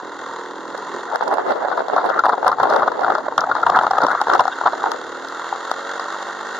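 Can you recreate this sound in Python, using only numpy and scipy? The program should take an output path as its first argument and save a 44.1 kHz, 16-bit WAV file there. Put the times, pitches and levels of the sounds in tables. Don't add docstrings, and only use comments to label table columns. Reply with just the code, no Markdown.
import sys
import numpy as np
from scipy import signal
from scipy.fft import rfft, irfft, next_fast_len
from scipy.io import wavfile
from scipy.ndimage import uniform_filter1d

SR = 44100
rng = np.random.default_rng(int(sys.argv[2]) if len(sys.argv) > 2 else 0)


def waveform_to_disk(signal):
    frames = np.transpose(np.atleast_2d(signal))
    scaled = np.clip(frames, -1, 1) * 32767
    samples = np.round(scaled).astype(np.int16)
    wavfile.write(sys.argv[1], SR, samples)


N = 290627


def undb(db):
    return 10 ** (np.asarray(db) / 20)


def level(x, db):
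    return x * undb(db) / np.sqrt(np.mean(x ** 2))


def on_grid(table, hz):
    f, db = np.transpose(table)
    return np.interp(np.log(hz + 1), np.log(f + 1), db)


def colour(x, table, notches=(), size=4096):
    hz = np.arange(size // 2 + 1) * SR / size
    db = on_grid(table, hz)
    db = db + sum(depth * np.exp(-(2 * (hz - f) / width) ** 2) for f, width, depth in notches)
    cepstrum = irfft(db * np.log(10) / 20)
    cepstrum[1:size // 2] *= 2
    cepstrum[size // 2 + 1:] = 0
    impulse = irfft(np.exp(rfft(cepstrum)))[:size // 2]
    return signal.fftconvolve(x, impulse)[:len(x)]


def band(x, lo_hz, hi_hz):
    return signal.sosfilt(signal.butter(2, [lo_hz, hi_hz], "band", fs=SR, output="sos"), x)


def ports(mid, other, side, balance):
    side = colour(other, side)
    left, right = ([(f, way * db / 2) for f, db in balance] for way in (1, -1))
    return np.array([colour(mid + side, left), colour(mid - side, right)])


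def walk(rate):
    k = int(SR / rate)
    held = np.repeat(rng.standard_normal(N // k + 1), k)
    return 1.4 * uniform_filter1d(uniform_filter1d(held, k), k)[:N]


def swell(t, rise, fall, abrupt=1.0):
    before = 2. ** -np.abs(t / rise) ** abrupt
    after = 2. ** -np.abs(t / fall) ** 0.77
    return np.where(t < 0, before, after)


# (round trip [s], share sent back [ratio])
CHAMBERS = [(.0031, .35), (.0053, -.3)]


def silencer(x):
    size = next_fast_len(N + SR // 4)
    hz = np.arange(size // 2 + 1) * SR / size
    gain = 1
    for trip_s, back in CHAMBERS:
        delay = np.exp(-2j * np.pi * hz * trip_s)
        gain = gain * (delay - back) / (1 - back * delay)
    return irfft(rfft(x, size) * gain, size)[:N]


OVERTONE_GROUP_HZ, OVERTONE_WANDER_DB, OVERTONE_WANDER_PER_S = 60, 2, 8


def wander(x):
    size = next_fast_len(N + SR // 4)
    spectrum, hz = rfft(x, size), np.arange(size // 2 + 1) * SR / size
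    steady_top = np.clip(hz / OVERTONE_GROUP_HZ - 15, 0, 1)
    out = irfft(spectrum * steady_top, size)[:N]
    for k in range(16):
        group = np.clip(1 - np.abs(hz / OVERTONE_GROUP_HZ - k), 0, 1)
        gain = undb(OVERTONE_WANDER_DB * walk(OVERTONE_WANDER_PER_S))
        out = out + gain * irfft(spectrum * group, size)[:N]
    return out


THROB_TIMES = .2, .95, 3, 5.2, 5.85, 6.5
THROB = {4: (-75, -66, -71, -69, -58, -55), 5: (-60, -58, -71, -70, -55, -48),
         6: (-62, -52, -64.5, -64, -56, -68), 7: (-63, -49, -64.5, -54.5, -46.5, -45.5),
         8: (-64, -56, -61, -46, -49, -39.5), 9: (-57, -55, -64, -51, -50, -44.5),
         10: (-51, -54, -64, -45.5, -42, -54), 11: (-59, -58, -62.5, -48, -48, -48),
         12: (-56, -54, -62, -55.5, -40.5, -61), 13: (-57, -53, -64, -48, -61, -66)}
THROB_WAVER_DB, THROB_SPREAD = 1.5, .01


def drone(turns):
    t = np.arange(N) / SR
    port_phase = np.array([[0], [.1]])
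    out = np.zeros((2, N))
    for k, db in THROB.items():
        gain = undb(np.interp(t, THROB_TIMES, db) + THROB_WAVER_DB * walk(3.5))
        phase = k * turns - THROB_SPREAD * (k - 8) ** 2 + port_phase
        out += np.sqrt(2) * gain * np.cos(2 * np.pi * phase)
    return out


# (time [s], mean firing rate [Hz], relative level [dB], exhaust note against that level [dB])
ENGINE_COURSE = [(0, 43, -49, 17), (0.15, 41.14, -45.5, 10.5), (0.35, 41.88, -44.5, 9.5),
                 (0.579, 40.53, -48, 12.5), (0.953, 43.67, -42, 10.5), (1.35, 42.5, -51, 3),
                 (2.2, 42.7, -50, 12.5), (3.2, 38.17, -50.5, 16.5), (3.798, 36.33, -45.5, 6),
                 (4.498, 34.99, -43, 0), (4.947, 37.85, -43.5, 9.5), (5.2, 38.96, -43.5, 8),
                 (5.39, 41.7, -41.5, 3), (5.77, 45.75, -40.5, -2), (6.241, 48.95, -40, -3),
                 (6.336, 49.3, -42, 2), (6.59, 51.55, -39.5, -8)]
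# (time [s], roughness [0-1])
FIRING_ROUGHNESS = [(0, .4), (1.1, .5), (4.8, .7), (5.25, .16), (6.6, .08)]
# (frequency [Hz], gain [dB])
EXHAUST_GAIN = [(45, -59.5), (95, -29), (140, -24.5), (195, -17.5), (260, -7), (340, -3.5), (420, 0),
                (500, -2.5), (570, -3.5), (640, -11.5), (800, -9), (1400, -17), (2000, -33), (4000, -86.5)]
# (frequency [Hz], relative density [dB per Hz])
GAS_SPECTRUM = [(40, -50), (120, -49), (250, -17.5), (500, -6.5), (900, 1), (1400, 1.5), (1900, -9.5),
                (2800, -17.5), (3800, -14), (5700, -27), (6950, -19.5), (7700, -33.5), (9000, -38),
                (15500, -59.5)]
# (frequency [Hz], side minus mid [dB])
ENGINE_WIDTH = [(60, -5), (110, -7), (200, -1.5), (380, -9.5), (700, -16.5), (1290, -20), (2380, -9),
                (4400, -8.5), (8120, -1), (15000, -36)]
# (frequency [Hz], left minus right [dB])
ENGINE_TILT = [(60, -4), (110, -14), (200, 2), (380, -8), (700, 0), (1290, -0.5), (2380, -3.5), (4400, 4),
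               (8120, -6.5), (15000, 10)]
TIP_S = 4.4, 4.8
PING_DB, PING_HZ = (-1.5, -3.5), (1805, 1899)
RASP_DB, RASP_HZ = (-11.5, -9), (1297, 1630)
RING_DB, RING_HZ = (-3.5, -28), (835, 1147)


def engine():
    t = np.arange(N) / SR
    s, *columns = np.transpose(ENGINE_COURSE)
    hz, db, exhaust_db = (np.interp(t, s, c) for c in columns)
    rough = np.interp(t, *np.transpose(FIRING_ROUGHNESS))
    turns = np.cumsum(hz * (1 + .05 * rough * walk(35))) / SR
    cycle, phase = turns.astype(int), turns % 1
    strength = undb(2.5 * rough * rng.standard_normal(N // 100)[cycle])
    firings = strength * (np.diff(cycle, prepend=0) > 0)
    flow = level(firings, 0) + 1.3 * rough * rng.standard_normal(N)
    exhaust = undb(exhaust_db) * level(wander(colour(silencer(flow), EXHAUST_GAIN)), 0)
    exhaust = exhaust + undb(np.interp(t, TIP_S, PING_DB)) * level(band(firings, *PING_HZ), 0)

    pulse = 0.43 + np.exp(-phase / 0.083) * np.minimum(phase / 0.043, 1)
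    puff = strength ** 0.17 * pulse * undb(1.37 * walk(200))
    rasp_gain, ring_gain = (undb(np.interp(t, TIP_S, gains)) for gains in (RASP_DB, RING_DB))
    gas = []
    for _ in range(2):
        hiss = level(colour(puff * rng.standard_normal(N), GAS_SPECTRUM), 12.62)
        gas.append(hiss + rasp_gain * band(hiss, *RASP_HZ) + ring_gain * band(hiss, *RING_HZ))
    late_exhaust = np.pad(exhaust, (90, 0))[:N]
    heard = ports(gas[0] + exhaust, gas[1] + late_exhaust, ENGINE_WIDTH, ENGINE_TILT)
    return drone(turns) + undb(db) * heard


ROAD_DB, ROAD_HZ = -64.5, (70, 160)


def road():
    noise = rng.standard_normal((2, N))
    rumble = level(band(noise + 0.54 * noise[::-1], *ROAD_HZ), ROAD_DB)
    return undb(1.5 * walk(8.3)) * rumble


# (time of the peak [s], relative level [dB], pitch [Hz], rise to the peak from half
# height [ms], fall to half height [ms], left minus right [dB])
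BLOWS = [(0.748, -17, 511.4, 2.2, 2.9, -11.9), (0.785, -20.5, 433, 3.7, 5.4, 5),
         (1.116, -14, 1300, 0.66, 2.7, 6), (1.135, -13.5, 630, 1, 2.2, 18),
         (1.151, -13.5, 880, 3.3, 1.4, 11), (1.159, -4, 1420, 0.92, 0.37, -29),
         (1.21, -8, 965, 0.63, 0.86, 10), (1.226, -10, 917, 1.8, 3.1, -20),
         (1.233, -14, 870.0, 1, 0.58, -19), (1.28, -15, 970, 6.2, 1.3, -26), (1.313, -8, 860, 1, 2.9, -28),
         (1.327, -10, 710.0, 2.3, 0.98, 2), (1.339, -6, 750, 0.8, 0.65, -1),
         (1.372, -8, 680.0, 1.2, 0.85, -9), (1.384, -4, 714, 1.1, 1, -20), (1.395, -10, 724, 1.7, 1.1, -6),
         (1.466, -12, 503, 1.6, 1.5, 17), (1.484, -14, 690, 1.4, 3.1, -3), (1.509, -11, 774, 2.9, 1.6, -19),
         (1.518, -10.5, 574, 1.1, 2.6, -4), (1.567, -13, 976, 0.98, 1.7, 7),
         (1.623, -12, 856, 1.3, 0.63, -6), (1.651, -9, 585, 3.1, 2.3, -18),
         (1.685, -11, 893, 1.4, 2.2, -28), (1.717, -8.5, 750, 2.5, 1.5, 12), (1.729, -9, 1475, 1.9, 3.6, 3),
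         (1.775, -2, 997, 1.1, 3, 2.5), (1.794, -7.5, 750, 1.26, 0.85, 6), (1.806, -5, 669, 0.9, 1.2, 12),
         (1.821, -12, 810, 0.85, 0.95, -12), (1.884, -7.5, 754, 1.2, 0.85, 5),
         (1.9, -10.5, 600.0, 1.5, 0.89, -16), (1.935, -10, 722, 1.2, 1.4, 15),
         (1.966, -4, 1090, 2.3, 3.5, 2), (1.973, -15, 740.0, 1.5, 1.1, -7),
         (1.982, -4.5, 1333, 2.7, 4.3, 4), (2.044, -7, 860.0, 1.7, 0.7, -7),
         (2.052, -9.5, 890, 1.5, 1.5, -9), (2.061, -11, 720, 1.6, 2.9, -11.1),
         (2.091, -7, 680, 1.2, 1.3, 12), (2.103, -7, 546, 3.7, 0.79, 16), (2.113, -12, 635, 3.7, 1.3, -21),
         (2.145, -14, 1073, 2.9, 1, 23), (2.194, -1.5, 1370, 2.6, 3.1, 3),
         (2.238, -5, 1053, 0.76, 4.1, 4.5), (2.25, -6, 1040, 2.5, 2.2, 2.5), (2.256, -3, 1334, 1.5, 2.3, 1),
         (2.294, -1.5, 860, 1.9, 2.3, 1), (2.301, -5.5, 1370, 2.6, 2.5, 3), (2.325, -12, 1200, 1.5, 1, 5),
         (2.333, -6, 749, 4.5, 1.7, 2), (2.343, -14, 760.0, 3.8, 1.7, 4), (2.381, -8.5, 760.0, 1.5, 1, 7),
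         (2.43, -10, 884, 1.5, 2.5, 8), (2.447, -6, 819, 1.4, 0.71, 14), (2.463, -11.5, 520, 4.4, 3.4, -7),
         (2.468, -4, 1364, 3.4, 3.7, 6), (2.481, -2, 1179, 2.8, 1.5, -1.5),
         (2.492, -9.5, 1034, 4.9, 5.6, 1), (2.501, -19, 1310, 1.1, 2, 5), (2.518, -5, 1190, 1.8, 1.6, 3),
         (2.528, -7.5, 1360, 1.6, 3.4, 5), (2.586, -9.5, 835, 1.6, 2.6, 5),
         (2.602, -1.5, 970, 2.4, 1.8, -1.5), (2.614, -11.5, 1390, 7.8, 2.7, 8),
         (2.633, 0, 1080, 2.2, 4.8, 4), (2.656, -6.5, 1410, 1.6, 3, 5), (2.672, -8, 676, 1.2, 1.2, 6),
         (2.71, -5, 625, 5.5, 2, 3), (2.724, -2, 1393, 1.0, 1.6, 8), (2.739, -6, 820, 2.7, 2.2, -8),
         (2.747, -7, 910.0, 2.4, 0.95, -1), (2.766, -3, 880, 5.7, 1.3, 3), (2.783, -15, 960, 3, 2.9, -13),
         (2.797, -7, 1290, 1.8, 2.4, 6), (2.807, -10, 800, 0.99, 1.8, -7),
         (2.824, -5.5, 1196, 2.4, 0.74, 4), (2.832, -1.5, 764, 2.9, 2.7, 1),
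         (2.883, -4.5, 1440, 5, 1.8, 3.5), (2.919, -8, 973, 1.2, 3.5, 4.4),
         (2.994, -7.5, 780.0, 1.2, 0.65, -25), (3.02, -10.5, 710, 1.9, 1.4, 8),
         (3.036, -5.5, 1390, 3.1, 2.1, 2), (3.047, -5, 1400, 1.6, 1.8, 1.7),
         (3.065, -5, 1190, 0.83, 1.9, 1.3), (3.082, -4.5, 1025, 0.76, 2, 4.2),
         (3.104, -3, 1310, 1.2, 1.6, 1), (3.115, -16, 809, 2.3, 1.9, 1), (3.121, -6, 1220, 0.59, 2.7, 7),
         (3.153, -3.5, 840, 1.1, 3.4, 4.4), (3.183, -12, 632, 1.3, 5.7, 6),
         (3.269, -16.5, 780, 5.5, 0.85, -4), (3.284, -5.5, 605, 1.4, 1.3, -5),
         (3.324, -13, 930, 1.1, 2.5, 5), (3.381, 1.5, 1080, 1.6, 1.6, 1.5), (3.392, -4, 1360, 3, 3.6, 2.5),
         (3.418, -10.5, 1310, 3.9, 3.2, 5), (3.442, -8.5, 1259, 4.2, 1.5, 2), (3.5, -11, 860, 2.3, 3.3, 2),
         (3.516, -3.5, 1425, 3.1, 3.9, 3), (3.555, -8, 857, 2.7, 1.1, 2), (3.567, -5, 1464, 2.4, 2.2, 4.5),
         (3.637, -5.5, 1368, 6.8, 1.1, 2.6), (3.668, 0, 943, 2.6, 4.1, 2), (3.694, -8, 1020.0, 1.1, 1.1, 5),
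         (3.701, -2, 1084, 3.7, 1.1, 1), (3.721, -5, 895, 1.1, 5, 3.2), (3.736, -14, 760, 1.6, 6.2, 3),
         (3.764, -3, 1264, 6.5, 2.1, -2), (3.775, -1.5, 975, 5.9, 2.2, 2.5), (3.79, 1, 1314, 1.2, 2.9, 2),
         (3.815, -4, 820, 3.5, 1.4, 3), (3.835, -1.5, 985, 1, 1.9, 3), (3.851, -10, 863, 8.4, 4.1, 2),
         (3.868, 1, 845, 1, 1.1, 1), (3.878, -11, 694, 0.92, 1.8, 3.6), (3.913, -2.5, 765, 3.7, 1.9, 1.5),
         (3.935, -3.5, 807, 1.16, 2.5, 3), (3.956, -10.5, 780, 6.1, 3.1, 0), (3.972, -8.5, 890, 3.5, 2, 1),
         (3.987, -3, 1260, 5.7, 1, 3.0), (4.006, -6, 886, 1.8, 2.9, 2), (4.022, -4.9, 1400, 3.5, 3.2, 4),
         (4.033, -4, 1307, 0.94, 6, 3.1), (4.045, -15, 1310, 4.0, 1.4, 2), (4.068, -4, 1038, 1.2, 1.1, 8),
         (4.085, -3.5, 1380, 1.2, 2.5, 4.5), (4.107, -11, 1450, 4.9, 1.3, 6),
         (4.118, -5, 1420, 4.4, 2.5, 5), (4.133, -8.5, 1340, 2.4, 0.91, 1), (4.151, -4, 1240, 1.9, 2.3, 4),
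         (4.207, -13, 1012, 1.5, 1.9, 3.3), (4.216, -0.5, 843, 1.7, 2.3, 1),
         (4.272, -3.5, 895, 1.5, 0.84, 1), (4.284, -2, 1054, 0.92, 0.68, 0), (4.301, -1, 1375, 3.5, 2.5, 6),
         (4.317, -6, 1110, 2.7, 1.2, 3), (4.329, -13, 1020.0, 1.5, 1.5, 3.7),
         (4.336, -4.5, 1190, 2.8, 3.8, 4), (4.352, -0.5, 1330, 1.3, 2.9, 2.4),
         (4.371, -16, 772, 1.3, 4.1, 7), (4.396, 1.5, 1022, 2, 3, 1.5), (4.409, -4.5, 970, 5.8, 3.8, 5),
         (4.455, -7, 736, 1.1, 2.1, 2.7), (4.47, -22, 1500, 1.2, 1.8, 1), (4.482, -6.5, 1310, 3, 2.4, 5),
         (4.532, -22, 1470, 6.1, 1.4, -5), (4.613, -6.5, 950, 1.1, 1.4, 4.3),
         (4.638, -14.5, 1170, 2.6, 3.1, 5), (4.6575, -8, 1450, 0.89, 1.7, 2), (4.662, -9, 1360, 1.1, 2, 6),
         (4.673, 0, 1400, 2.1, 1.8, 1), (4.6795, -4, 770, 1.4, 2.8, 2), (4.734, -4.5, 930, 1.6, 2, -3),
         (4.822, -15, 1163, 1.2, 3.3, -2), (4.841, -4.5, 840, 1.8, 1.3, 2), (4.864, -8, 816, 4, 1.6, 1),
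         (4.872, -10, 940, 2.7, 1.9, 0), (4.919, -3.5, 935, 0.78, 1.2, 5), (4.944, -14.5, 610, 1, 1.9, 10),
         (5.528, -11, 810, 1.7, 2.3, 2.3), (5.553, -14, 1140, 1.1, 0.9, 5),
         (5.715, -6, 1250, 0.7, 1.05, 3.6), (5.997, -10, 1098, 1.1, 1.3, 0),
         (6.059, -21, 1200, 2.6, 1.6, 0), (6.165, -21, 1050, 2, 2.3, -2)]
# (frequency [Hz], relative density [dB per Hz])
CASE_RING = [(25, -40), (90, -24), (200, -20.5), (400, -10), (750, 4.5), (1100, 2.5), (1380, 3.5),
             (1700, -6.5), (2200, -19), (2800, -39), (3600, -23), (4700, -31.5), (6900, -70),
             (10000, -79.5)]
# (frequency [Hz], side minus mid [dB])
CASE_WIDTH = [(60, 1), (110, -4), (200, -9), (380, -21), (700, -22), (1290, -12), (2380, -13), (4400, -4),
              (8120, 2), (15000, 23)]
# (frequency [Hz], left minus right [dB])
CASE_TILT = [(60, -4), (110, -8), (200, -2.5), (380, -4), (700, 0.5), (1290, 2), (2380, -7), (4400, 2),
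             (8120, -12), (15000, 8)]
# (time [s], level relative to the blows [dB])
HAND_RUMBLE = [(1.1, -36), (2.1, -37), (2.6, -25), (3.4, -24), (4.4, -30.5), (4.7, -36), (4.9, -35)]
CASE_MODES_HZ, KNOCK_HZ = (768, 1408), (257, 2040)
THUD_HZ, THUD_S = (60, 208), 0.046


def knocks():
    around = np.arange(-SR // 40, SR // 20)
    t = around / SR
    rumble = [level(colour(rng.standard_normal(N), CASE_RING), 0) for _ in range(2)]
    rumble = ports(*rumble, CASE_WIDTH, CASE_TILT)
    out = np.zeros((2, N))
    ports_apart = np.array([[1], [-1]])
    draws = rng.random((len(BLOWS), 3))
    for (s, db, hz, rise_ms, fall_ms, pan_db), (start, other, lag) in zip(BLOWS, draws):
        span = int(s * SR) + around
        shape = swell(1000 * t, rise_ms, fall_ms, abrupt=2.0)
        other_hz = max(CASE_MODES_HZ, key=lambda f: abs(np.log(f / hz)))
        skew = 0.083 * (lag - .5) * ports_apart
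        ring = 0.63 * np.sin(2 * np.pi * (hz * t + start + skew))
        ring = ring + 0.21 * np.sin(2 * np.pi * (other_hz * t + other - skew))
        lean = undb(ports_apart * pan_db / 2)
        out[:, span] += undb(db) * lean / lean.mean() * shape * (0.5 * rumble[:, span] + ring)

    shake = uniform_filter1d(np.abs(out).mean(axis=0), int(THUD_S * SR))
    shake = shake * undb(np.interp(np.arange(N) / SR, *np.transpose(HAND_RUMBLE)))
    noise = rng.standard_normal((2, N))
    thud = shake * level(band(noise + 0.61 * noise[::-1], *THUD_HZ), 0)
    return band(out, *KNOCK_HZ) + undb(1) * band(out, 2830, 6000) + thud


# (time [s], relative level of the top band [dB], middle band against the top [dB])
SNAPS = [(0.7777, -40, 10), (1.158, -33.5, 7.5), (1.23, -49, 15), (1.236, -45, 10), (1.279, -36.5, 9),
         (1.289, -49, 2), (1.3114, -45, 4), (1.34, -32, 2.5), (1.383, -60, 2), (1.508, -44, 9),
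         (1.6467, -49, -2), (1.7734, -47, 9), (1.7925, -48, 3), (1.806, -55, 0), (1.883, -50, 16),
         (1.963, -48, 18.5), (1.976, -50, 7), (2.043, -48, 7), (2.0588, -40, -7), (2.0952, -43, 11),
         (2.1933, -38, 13.5), (2.2373, -56, 17), (2.2557, -32, 3), (2.2922, -36, 8.5), (2.4452, -45, 1),
         (2.4663, -38, 8), (2.4795, -24, 7), (2.5168, -41, 10), (2.6, -48, 15), (2.6315, -34.5, 7.5),
         (2.7, -37.5, 14), (2.736, -43, 15), (2.7621, -34, 14), (2.797, -44, 10), (2.822, -58, 16),
         (2.8774, -42.5, 12), (2.918, -56.5, 22), (2.9926, -53, 12), (3.009, -55, 22), (3.035, -49, 10),
         (3.068, -60, 17), (3.1042, -56, 19), (3.15, -50, 23), (3.184, -55, 22.5), (3.266, -63, 18),
         (3.3783, -37.5, 16.5), (3.407, -39, 18.5), (3.497, -57, 19), (3.518, -57, 10), (3.552, -52, 22),
         (3.616, -55, 21), (3.6305, -44.5, 13), (3.665, -36, 7), (3.7002, -32, 10), (3.7614, -34.5, 10.5),
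         (3.773, -38, 4), (3.791, -40, 9), (3.833, -39, 9), (3.8667, -43, 10), (3.911, -33, 12),
         (3.9831, -32.5, 10), (4.017, -41, 14), (4.036, -39, 13.5), (4.0662, -37, 15), (4.085, -46, 8),
         (4.105, -46, 10), (4.1143, -34, 6), (4.2145, -29, 10.5), (4.267, -62, 13), (4.282, -46, 13),
         (4.2995, -46, 14), (4.3357, -36.5, 17), (4.349, -34.5, 11), (4.3943, -38, 17), (4.4064, -31.5, 11),
         (4.4525, -52, 23), (4.479, -52, 26), (4.6598, -59, 14), (4.6734, -42, 9), (4.732, -60, 21),
         (4.9167, -29, 9), (5.285, -42, 13), (5.7139, -28.5, 9), (5.997, -51, 25)]


def clicks():
    around = np.arange(-SR // 100, SR // 100)
    t = around / SR - .001
    top, middle = np.zeros((2, N))
    for s, db, middle_db in SNAPS:
        span = int(s * SR) + around
        top[span] += undb(db) * swell(t, 0.0007, 0.0003)
        middle[span] += undb(db + middle_db) * swell(t, 0.0008, 0.0005)
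    noise = rng.standard_normal((2, N))
    top_hiss = band(top * noise, 8400, 11400)
    middle_hiss = band(middle * (noise + 0.031 * noise[::-1]), 3250, 5680)
    return 2.46 * top_hiss + 3.08 * middle_hiss


CRACKLES_PER_S = 220
CRACKLE_DB, CRACKLE_SCATTER_DB, CRACKLE_HZ = -37, 5.5, (2700, 6240)


def crackle():
    struck = rng.random((2, N)) < CRACKLES_PER_S / SR
    ticks = struck * undb(CRACKLE_SCATTER_DB * np.minimum(rng.exponential(size=N), 2))
    burst = uniform_filter1d(ticks, SR // 1000) * rng.standard_normal((2, N))
    return level(band(burst, *CRACKLE_HZ), CRACKLE_DB)


# (time [s], relative level [dB], palm against that level [dB])
RUBBING = [(1.0,-43,0),(1.1,-36,4),(1.15,-23,-1),(1.168,-34,5),(1.198,-33.5,6),(1.22,-21.5,-1.5),(1.247,-29,2.5),(1.326,-23.5,4),(1.351,-31.5,7.5),(1.39,-26,6.5),(1.43,-30.5,10.5),(1.514,-30.5,10.5),(1.54,-27,3),(1.616,-28.5,6),(1.72,-21.5,-6.5),(1.79,-26,2),(1.843,-30.5,6.5),(1.975,-23,0.5),(2.201,-21.5,-3),(2.231,-32,-9),(2.253,-20.5,-8),(2.278,-20.5,-19),(2.335,-21,-8),(2.361,-35.5,6),(2.476,-23,0),(2.564,-37.5,5.5),(2.603,-28.5,2),(2.711,-15,-1.5),(2.84,-29.5,7.5),(2.86,-22.5,-5.5),(2.963,-30.5,6),(3.04,-21,0),(3.129,-15,-6.5),(3.233,-28,-3),(3.327,-45,12),(3.342,-41,2),(3.362,-52,-7),(3.389,-23,-6),(3.515,-22,-16),(3.542,-34,-13),(3.564,-18,-15),(3.609,-25.5,-4),(3.767,-19,-14),(3.85,-18,-24),(3.898,-37,-19),(4.03,-19,-26),(4.117,-14.5,-27),(4.191,-23,-21),(4.221,-21,-17),(4.244,-45,-16),(4.259,-46,-18),(4.275,-26.5,0),(4.345,-15,-1.5),(4.41,-19.5,-8),(4.536,-35,-9),(4.565,-51,0),(4.67,-21,-4),(4.709,-36.5,2),(4.814,-32.5,3.5),(4.838,-27,-1),(5.05,-49,18)]
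# (frequency [Hz], ...)
RUB_BORDERS = (150, 620, 1050, 2400, 15000)
RUB_SHIFT_DB, RUB_SHIFTS_PER_S = 4.5, 28


def scuffing():
    t = np.arange(N) / SR
    s, db, palm_db = np.transpose(RUBBING)
    fade = np.interp(t, [s[0], s[0] + 0.0799, s[-1] - .1, s[-1]], [0, 1, 1, 0])
    jerks = undb(2 * walk(70) + 3.8 * walk(300))
    slips = [level(colour(jerks * rng.standard_normal(N), CASE_RING), 1.0) for _ in range(2)]
    palm = [undb(4.2 * walk(40)) * rng.standard_normal(N) for _ in range(2)]
    palm = np.array([level(band(p, 370, 903), 0) for p in palm])
    slips = ports(*slips, CASE_WIDTH, CASE_TILT)
    regions = zip(RUB_BORDERS, RUB_BORDERS[1:])
    slips = sum(undb(RUB_SHIFT_DB * walk(RUB_SHIFTS_PER_S)) * band(slips, lo, hi) for lo, hi in regions)
    rubbing = slips + undb(np.interp(t, s, palm_db)) * palm + crackle()
    return fade * undb(np.interp(t, s, db)) * rubbing


# (frequency [Hz], width [Hz], relative level [dB])
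SQUEAK_RESONANCES = [(1540, 120, 8), (1800, 200, -2), (2770, 150, -9), (3340, 200, -6), (3630, 200, -2)]
SQUEAK_S, SQUEAK_HALF_S, SQUEAK_DB = 4.527, 0.011, -35


def squeak():
    t = np.arange(N) / SR
    turns = np.cumsum(192 * undb(0.4 * walk(100))) / SR
    slips = (np.diff(np.floor(turns), prepend=0) > 0) * 1.
    ring = sum(undb(d) * level(band(slips, f - w / 2, f + w / 2), 0) for f, w, d in SQUEAK_RESONANCES)
    return undb(SQUEAK_DB) * np.exp(-((t - SQUEAK_S) / SQUEAK_HALF_S) ** 4) * ring


def scene():
    return engine() + road() + knocks() + clicks() + scuffing() + squeak()


GAIN_TOP_DB, GAIN_SHARE, GAIN_S = -16.5, 0.23, 0.033


def gain_control(x):
    keep = np.exp(-1 / (GAIN_S * SR))
    power = signal.lfilter([1 - keep], [1, -keep], np.mean(x ** 2, axis=0))
    return x * (1 + power / undb(GAIN_TOP_DB) ** 2) ** (-GAIN_SHARE / 2)


# (frequency [Hz], gain [dB])
CAMERA_GAIN = [(40, -9.5), (200, -0.5), (13000, 0), (15500, -7)]
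# (frequency [Hz], width [Hz], gain [dB])
CASE_DIPS = [(2422, 375, -26), (3002, 180, -15), (4950, 230, -3.5), (8125, 670, -16)]
CEILING, TOP_HZ = .85, 15700


def record(dry):
    heard = gain_control(dry)
    rounded = heard / (1 + np.abs(heard / CEILING) ** 6) ** (1 / 6)
    coloured = np.array([colour(x, CAMERA_GAIN, CASE_DIPS) for x in rounded])
    return signal.sosfilt(signal.ellip(10, .2, 80, TOP_HZ, fs=SR, output="sos"), coloured)


dry = scene()
out = record(dry)
waveform_to_disk(out)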